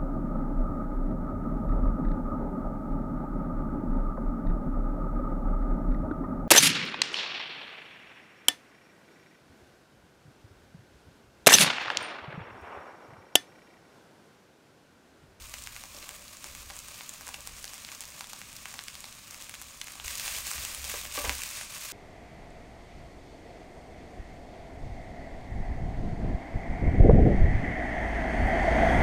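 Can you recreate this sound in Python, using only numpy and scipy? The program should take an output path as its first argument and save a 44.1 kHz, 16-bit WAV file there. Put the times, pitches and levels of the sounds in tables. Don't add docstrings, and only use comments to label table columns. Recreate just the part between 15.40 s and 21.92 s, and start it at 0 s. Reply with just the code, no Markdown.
import sys
import numpy as np
from scipy import signal
from scipy.fft import rfft, irfft, next_fast_len
from scipy.io import wavfile

SR = 44100
rng = np.random.default_rng(int(sys.argv[2]) if len(sys.argv) > 2 else 0)


def ratio(d):
    e = np.asarray(d, float) / 20
    return 10 ** e


def wav_record(signal):
    frames = np.transpose(np.atleast_2d(signal))
    bounded = np.clip(frames, -1, 1)
    quanta = np.round(bounded * 32767).astype(np.int16)
    wavfile.write(sys.argv[1], SR, quanta)


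N = 287532
TURN_S = 4.64

# frequency_hz, density_db
FIZZ_SPECTRUM = [(880, -34), (1500, -2), (1900, 0), (2590, -3), (3530, -0.5), (6600, 0.5), (8780, -1.5),
                 (10500, -12.5), (13600, -30), (22000, -120)]
# frequency_hz, density_db
SIMMER_SPECTRUM = [(240, -29), (400, -12), (611, -1), (774, -3), (1140, 6), (1700, -6), (2210, -16),
                   (3740, -120)]
# frequency_hz, density_db
SPRAY_SPECTRUM = [(5600, -21), (9500, -4), (10800, -6.5), (13000, 0), (15000, -0.5), (17000, -2)]
# centre_hz, width_hz, boost_db
BOWL_RESONANCES = [
    (571, 210, 4.5),
    (1160, 180, 0.5),
    (2543, 620, 5.5),
    (6700, 720, 2.5),
]


def sizzle():
    t = np.arange(N) / SR
    turned = t > TURN_S
    stroke_db = stroke_swells()
    swing_db = stroke_db + 6.5 * turned
    crackle = bursts(per_s=1500, spread_db=3.0, cycles=5.4, clump_db=3.0, splutter_db=9.5, most_db=17)
    hiss = rng.standard_normal(N) * ratio(0.86 * drift(6))

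    fizz = colour(hiss + ratio(-2.5) * crackle, FIZZ_SPECTRUM, BOWL_RESONANCES)
    simmer = colour(hiss + ratio(-2.5) * crackle, SIMMER_SPECTRUM, BOWL_RESONANCES)
    spray = colour(hiss + ratio(-0.5) * crackle, SPRAY_SPECTRUM, [(11700, 500, 3.5)])

    toss_db = -8 * np.exp(-((t - 6.25) / .08) ** 2)
    spray = spray - (1 - ratio(toss_db)) * band(spray, 10000, 18000)

    fizz_db = -49 + swing_db
    simmer_db = -58.5 - 0.06 * t + 0.71 * swing_db
    spray_db = -54 - 0.56 * t + 10 * turned + stroke_db
    return ratio(fizz_db) * fizz + ratio(simmer_db) * simmer + ratio(spray_db) * spray


# centre_s, swell_db, half_width_s
STROKES = [(.8, -1, 0.38), (1.35, 0, 0.43), (1.18, 3, .03), (1.57, 1.5, 0.043), (2.17, 2, 0.02),
           (3.1, -2, 0.048), (3.8, -0.5, 0.22), (4.73, 3, 0.041), (4.86, 5, 0.072), (4.96, 4.5, 0.055),
           (5.09, 4, 0.039), (5.25, 4, 0.095), (5.54, 6, .07), (5.77, 4.5, 0.038), (5.85, 3, 0.048),
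           (5.97, 2.5, 0.11), (6.19, 4, 0.046), (6.29, -4, 0.043), (6.37, -1, 0.054), (6.52, 4, 0.064)]


def stroke_swells():
    t = np.arange(N) / SR
    return sum(db * np.exp(-((t - centre_s) / half_s) ** 2) for centre_s, db, half_s in STROKES)


def bursts(per_s, spread_db, cycles, clump_db, splutter_db, most_db):
    sizes = ratio(spread_db * np.minimum(rng.exponential(1, N), 3)) * rng.choice([-1, 1], N)
    crowding_db = np.minimum(clump_db * drift(12) + splutter_db * drift(90), most_db)
    born = rng.random(N) < per_s * ratio(crowding_db) / SR
    clicks = sizes * born
    pitches_hz = np.geomspace(450, 17000, 18)
    dealt = rng.integers(0, 18, N)
    out = np.zeros(N)
    for k, hz in enumerate(pitches_hz):
        out += hz ** 0.9 * ring(clicks * (dealt == k), hz, cycles / hz)
    return rms_one(out)


def pops():
    ms = np.arange(round(.014 * SR)) * 1000 / SR
    rows = all_pops()
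    splatters = rng.standard_normal((len(rows), len(ms))) ** 3
    out = np.zeros(N + len(ms))
    for (start_s, bowl_db, thump_db, spray_db, hz, length_ms), splatter in zip(rows, splatters):
        kicks = splatter * np.exp(-(ms / (1.4 * length_ms)) ** 2) * length_ms * .27
        kicks[0] = 3
        bowl = per_ms(band(kicks, 1900, 3200))
        thump = per_ms(band(kicks, 650, 1750))
        skin = per_ms(band(kicks, hz / 1.34, hz * 1.3))
        spray = skin + ratio(-1.0) * per_ms(band(kicks, 3100, 2.23 * hz))
        spray = per_ms(spray)
        pop = ratio(bowl_db - 2.26) * bowl - ratio(thump_db + 1.0) * thump - ratio(spray_db + 0.15) * spray
        out[round(start_s * SR):][:len(ms)] -= pop
    return out[:N]


# start_s, bowl_db, spray_db, spray_hz
ROUND_POPS = [(.1402, -32.5, -31.5, 6700), (0.2728, -32.5, -34, 7000), (0.3642, -35, -38, 5200),
              (0.6917, -34, -32, 8300), (1.1507, -38.5, -35.5, 8100), (1.6089, -33.5, -44, 4600),
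              (1.6931, -42, -29, 8000), (2.4487, -41, -33.5, 4500), (2.4888, -36, -45, 6200),
              (3.0161, -34.5, -39, 6900), (3.2563, -30, -37.5, 7800), (3.3912, -30, -33.5, 4300),
              (3.483, -34, -31.5, 4600), (3.5534, -40, -36, 5500), (3.9448, -39, -38, 6400),
              (4.0952, -36.5, -34, 7900), (4.4429, -47, -37, 10000), (4.4726, -37, -40, 6800),
              (4.4828, -37, -42, 6900), (4.5993, -32, -40, 4000), (4.7976, -34.5, -28.5, 5500),
              (4.8605, -35, -32, 4500), (4.9494, -35, -34, 4000), (5.1807, -34.5, -35, 6100),
              (5.2506, -32, -27, 6900), (5.4965, -34, -30.5, 7800), (5.516, -37, -33, 7600),
              (5.6529, -33, -35, 6300), (5.8946, -18, -23, 5740), (6.0352, -38, -27.5, 6900)]
# start_s, thump_db, spray_db, spray_hz
DEEP_POPS = [(.4377, -39, -36, 6600), (1.0429, -38.5, -31.5, 6400), (1.3013, -41, -37.5, 4700),
             (1.3062, -39, -38, 5100), (1.4845, -45, -35, 8300), (1.8099, -40.5, -38, 6900),
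             (1.8728, -37.5, -44, 7600), (1.8797, -45, -32.5, 6900), (1.8897, -36.5, -34.5, 7600),
             (2.0739, -39.5, -29.5, 7000), (2.243, -36.5, -29.5, 5500), (2.3351, -41.5, -35, 6600),
             (2.607, -46, -29.5, 7800), (2.8086, -34, -31, 5400), (2.8428, -42, -38, 4200),
             (2.9328, -37.5, -33, 6800), (3.3407, -38, -36, 7250), (3.3567, -47, -45, 6100),
             (3.6423, -39.5, -34.5, 4100), (4.2159, -42, -34, 7000), (4.5547, -42.5, -39, 7800),
             (4.7548, -50, -28.5, 6000), (5.0695, -37.5, -29, 8400), (5.1143, -32, -25, 7000),
             (5.4428, -40, -30.5, 5200), (5.4779, -41, -33, 8500), (6.09, -50, -33, 6900),
             (6.2118, -35.5, -38, 6300)]
# start_s, bowl_db, spray_db, spray_hz, length_ms
SPLUTTERS = [(.238, -54, -35.5, 7500, 2.1), (.6264, -40, -43, 4200, 1.3), (1.9424, -29, -33.5, 4700, 1.5),
             (2.2784, -46, -36, 5200, 1.7), (2.5172, -36, -36.5, 6500, 1.2), (2.6137, -46, -36, 6700, 1.7),
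             (4.1402, -33.5, -37.5, 6300, 1.9), (4.1454, -40, -40, 9300, 2.4),
             (4.4141, -30.5, -28, 4870, 2), (4.6597, -45, -31, 6800, 1.7), (4.6799, -28, -29, 6600, 1.4),
             (4.7841, -48, -33, 5400, 2), (4.8785, -26.5, -29, 6900, 1.5), (5.3471, -34.5, -29, 8800, 2.2),
             (5.7715, -35, -29, 5200, 1.6), (5.8475, -25.5, -28, 6800, 6.3), (5.8522, -30, -34, 7900, 2),
             (6.0186, -30, -30.5, 7100, 1.1)]
# start_s, spray_db, spray_hz
TICKS = [(.1901, -40, 6700), (0.2225, -37, 7100), (0.5667, -39, 5500), (1.366, -35, 7700),
         (1.3903, -33, 7200), (1.7385, -36.5, 6100), (1.868, -35, 8500), (2.0066, -37, 7800),
         (2.2281, -38, 8200), (2.2534, -35, 7600), (2.342, -34.5, 7000), (2.5496, -36, 6300),
         (2.6541, -36, 6600), (2.7945, -37, 7600), (2.9914, -41, 9800), (3.1652, -35.5, 6900),
         (3.3075, -40, 6800), (3.4383, -36, 8200), (3.6054, -36, 8950), (3.6548, -39, 4800),
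         (3.9096, -35.5, 6800), (4.0234, -35, 7000), (4.2227, -36.5, 8800), (4.5209, -37, 9200),
         (4.775, -32, 6400), (4.9849, -32, 8600), (5.1343, -30, 6300), (5.4493, -33, 6000),
         (5.983, -32, 7100), (6.1038, -32.5, 6800)]


def all_pops():
    strays_per_s, stray_db, tick_ms = 4.5, -40, .4
    strays = rng.random((round(strays_per_s * N / SR), 4))
    rows = [(s, db, db - 7.5, top, hz, .4) for s, db, top, hz in ROUND_POPS]
    rows += [(s, db - 5.5, db, top, hz, .55) for s, db, top, hz in DEEP_POPS]
    rows += [(s, db, db - 11.5, top, hz, ms) for s, db, top, hz, ms in SPLUTTERS]
    rows += [(s, top - 16, top - 21, top, hz, tick_ms) for s, top, hz in TICKS]
    rows += [(when * N / SR, stray_db - 16 * a, stray_db - 7 - 14 * b, stray_db, 4400 + 4000 * c, tick_ms)
             for when, a, b, c in strays]
    return rows


# start_s, peak_db, rub_s, spot_hz (place struck), grating_db
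KNOCKS = [(.545, -42, 0.0051, 626, -10), (.574, -44, .006, 626, -10), (.669, -42, 0.0009, 1000, -1.5),
          (1.300, -38, 0.0028, 1100, -10), (1.871, -39.5, 0.0042, 700, -8), (5.539, -28.5, 0.0025, 700, -2),
          (5.848, -31, .02, 404, 4), (.63, -44, 0.0069, 590, -10), (.70, -46, 0.012, 590, -10),
          (.79, -48.5, .01, 590, -10), (1.05, -44.5, 0.012, 590, -10), (1.315, -46, 0.0073, 550, -8),
          (1.98, -43.5, 0.0079, 604, -2), (1.21, -49, .02, 600, -8), (2.745, -45, .004, 900, -6),
          (5.64, -43, 0.028, 590, -8), (5.778, -33, 0.017, 260, 3), (5.85, -34.5, 0.033, 198, 4),
          (5.7766, -22.5, .003, 1190, -4), (5.7763, -27.5, 0.0031, 513, -7),
          (5.800, -34.5, 0.0082, 700, -7), (5.842, -26.5, 0.0063, 696, 2), (5.856, -28, 0.011, 990, 1),
          (5.895, -29, .004, 383, -6)]
# frequency_hz, level_db, t60_s
WOK_MODES = [(290, -3, .1), (400, -8, .06), (510, -1, .07), (590, -1, .11), (700, -3, .05), (830, -4, .05),
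             (1000, -1, .07), (1150, 2, .1), (1580, -1, .06), (2000, -1, .04), (2340, -1, .05),
             (2620, -3, .04)]


def knocks():
    t = np.arange(round(.2 * SR)) / SR
    out = np.zeros(N + SR)
    grits = rng.standard_normal((len(KNOCKS), len(t)))
    for (start_s, peak_db, rub_s, spot_hz, grating_db), grit in zip(KNOCKS, grits):
        touch = grit * np.exp(-t / max(rub_s, .0005))
        sound = ratio(grating_db + 4) * band(touch, 0.17 * spot_hz, 1.9 * spot_hz)
        for hz, level_db, t60_s in WOK_MODES:
            mode = ring(touch, hz, t60_s)
            octaves_away = abs(np.log2(hz / spot_hz))
            sound += ratio(level_db - 8 * octaves_away) * mode / np.max(np.abs(mode))
        low_hz = spot_hz * 0.53
        sound = band(band(sound, low_hz, 9000), low_hz, 16000)
        out[round(start_s * SR):][:len(t)] += ratio(peak_db - 8) * sound
    return out[:N]


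# start_s, length_s, pitch_hz, level_db
SQUEAKS = [
    (.556, .02, 5500, -46),
    (.622, .016, 4100, -50),
]


def squeak():
    t = np.arange(N) / SR
    out = np.zeros(N)
    for start_s, length_s, hz, db in SQUEAKS:
        swell = np.sin(np.pi * np.clip((t - start_s) / length_s, 0, 1)) ** 2
        out += ratio(db) * swell * np.sin(2 * np.pi * hz * t)
    return out


# frequency_hz, density_db
FLAME_SPECTRUM = [(53, -36), (90, -0.5), (182, -3), (237, -2.5), (444, -13), (524, -12.5), (600, -17),
                  (780, -33), (1320, -120)]
# frequency_hz, density_db
GUST_SPECTRUM = [(8.8, -17), (15, 2), (38, 1.5), (70, -2), (130, -10.5), (170, -30), (290, -120)]
# time_s, level_db
DRAUGHT = [(0.0, -52.5), (1.0, -64), (1.16, -49.5), (1.61, -65), (2.12, -54), (2.42, -64.5), (4.59, -62),
           (4.65, -47), (4.74, -55.5), (5.01, -50), (5.12, -65), (5.19, -41), (5.28, -52.5), (5.79, -53.5),
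           (5.87, -40), (6.08, -56.5), (6.5, -58.5), (6.52, -71)]


def flame():
    t = np.arange(N) / SR
    roar = ratio(-61.5 + 2 * (t > TURN_S)) * colour(rng.standard_normal(N), FLAME_SPECTRUM)
    gusts = colour(rng.standard_normal(N), GUST_SPECTRUM, [(67, 8.2, 11.6)])
    times_s, levels_db = np.transpose(DRAUGHT)
    return roar + ratio(np.interp(t, times_s, levels_db)) * gusts


# delay_s, level_db
RIM_ECHOES = [
    (.00045, -36.5),
    (.0009, -47),
    (.0016, -18),
    (.0042, -23.5),
    (.0065, -33),
]


def rim(x):
    out = x.copy()
    sign = -1
    for delay_s, db in RIM_ECHOES:
        lag = round(delay_s * SR)
        out[lag:] += sign * ratio(db) * x[:N - lag]
        sign = -sign
    return out


def kitchen(x):
    t = np.arange(round(.4 * SR)) / SR
    dulled = signal.lfilter([1], [1, -.5], rng.standard_normal(len(t)))
    tail = dulled * ratio(-60 * t / 0.26) * (t > .003)
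    return signal.fftconvolve(x, tail / np.sqrt(np.sum(tail ** 2)))[:N]


def rms_one(x):
    return x / np.sqrt(np.mean(x ** 2) + 1e-20)


def per_ms(x):
    return x * np.sqrt(SR / 1000 / np.sum(x ** 2))


def drift(rate_hz):
    r = np.exp(-2 * np.pi * rate_hz / SR)
    return rms_one(signal.lfilter([1], [1, -2 * r, r * r], rng.standard_normal(N + SR))[SR:])


def band(x, low_hz, high_hz):
    edges_hz = [low_hz, min(high_hz, .45 * SR)]
    return signal.sosfilt(signal.butter(2, edges_hz, "band", fs=SR, output="sos"), x)


def ring(clicks, hz, t60_s):
    r = ratio(-60 / (t60_s * SR))
    w = 2 * np.pi * hz / SR
    return signal.lfilter([0, np.sin(w)], [1, -2 * r * np.cos(w), r * r], clicks + 1e-18)


def colour(x, spectrum, peaks=()):
    size = next_fast_len(N + SR)
    hz = np.maximum(np.arange(size // 2 + 1) * SR / size, 1)
    points_hz, points_db = np.transpose(spectrum)
    db = np.interp(np.log(hz), np.log(points_hz), points_db)
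    for centre_hz, width_hz, top_db in peaks:
        db = db + top_db / (1 + (2 * (hz - centre_hz) / width_hz) ** 2)
    cepstrum = irfft(np.log(ratio(db)), size)
    cepstrum[1:size // 2] *= 2
    cepstrum[size // 2 + 1:] = 0
    return rms_one(irfft(rfft(x, size) * np.exp(rfft(cepstrum)), size)[:N])


def scene():
    hits = rim(pops()) + knocks() + squeak()
    mix = hits + ratio(-11) * kitchen(hits) + sizzle() + flame()
    return mix[None]


def low_pass(x):
    return signal.sosfilt(signal.butter(12, 16940, fs=SR, output="sos"), x)


def record(dry):
    steep = signal.ellip(12, .5, 45, 15790, fs=SR, output="sos")
    mix = signal.sosfilt(steep, dry)
    return low_pass(mix)


dry = scene()
out = record(dry)
wav_record(out)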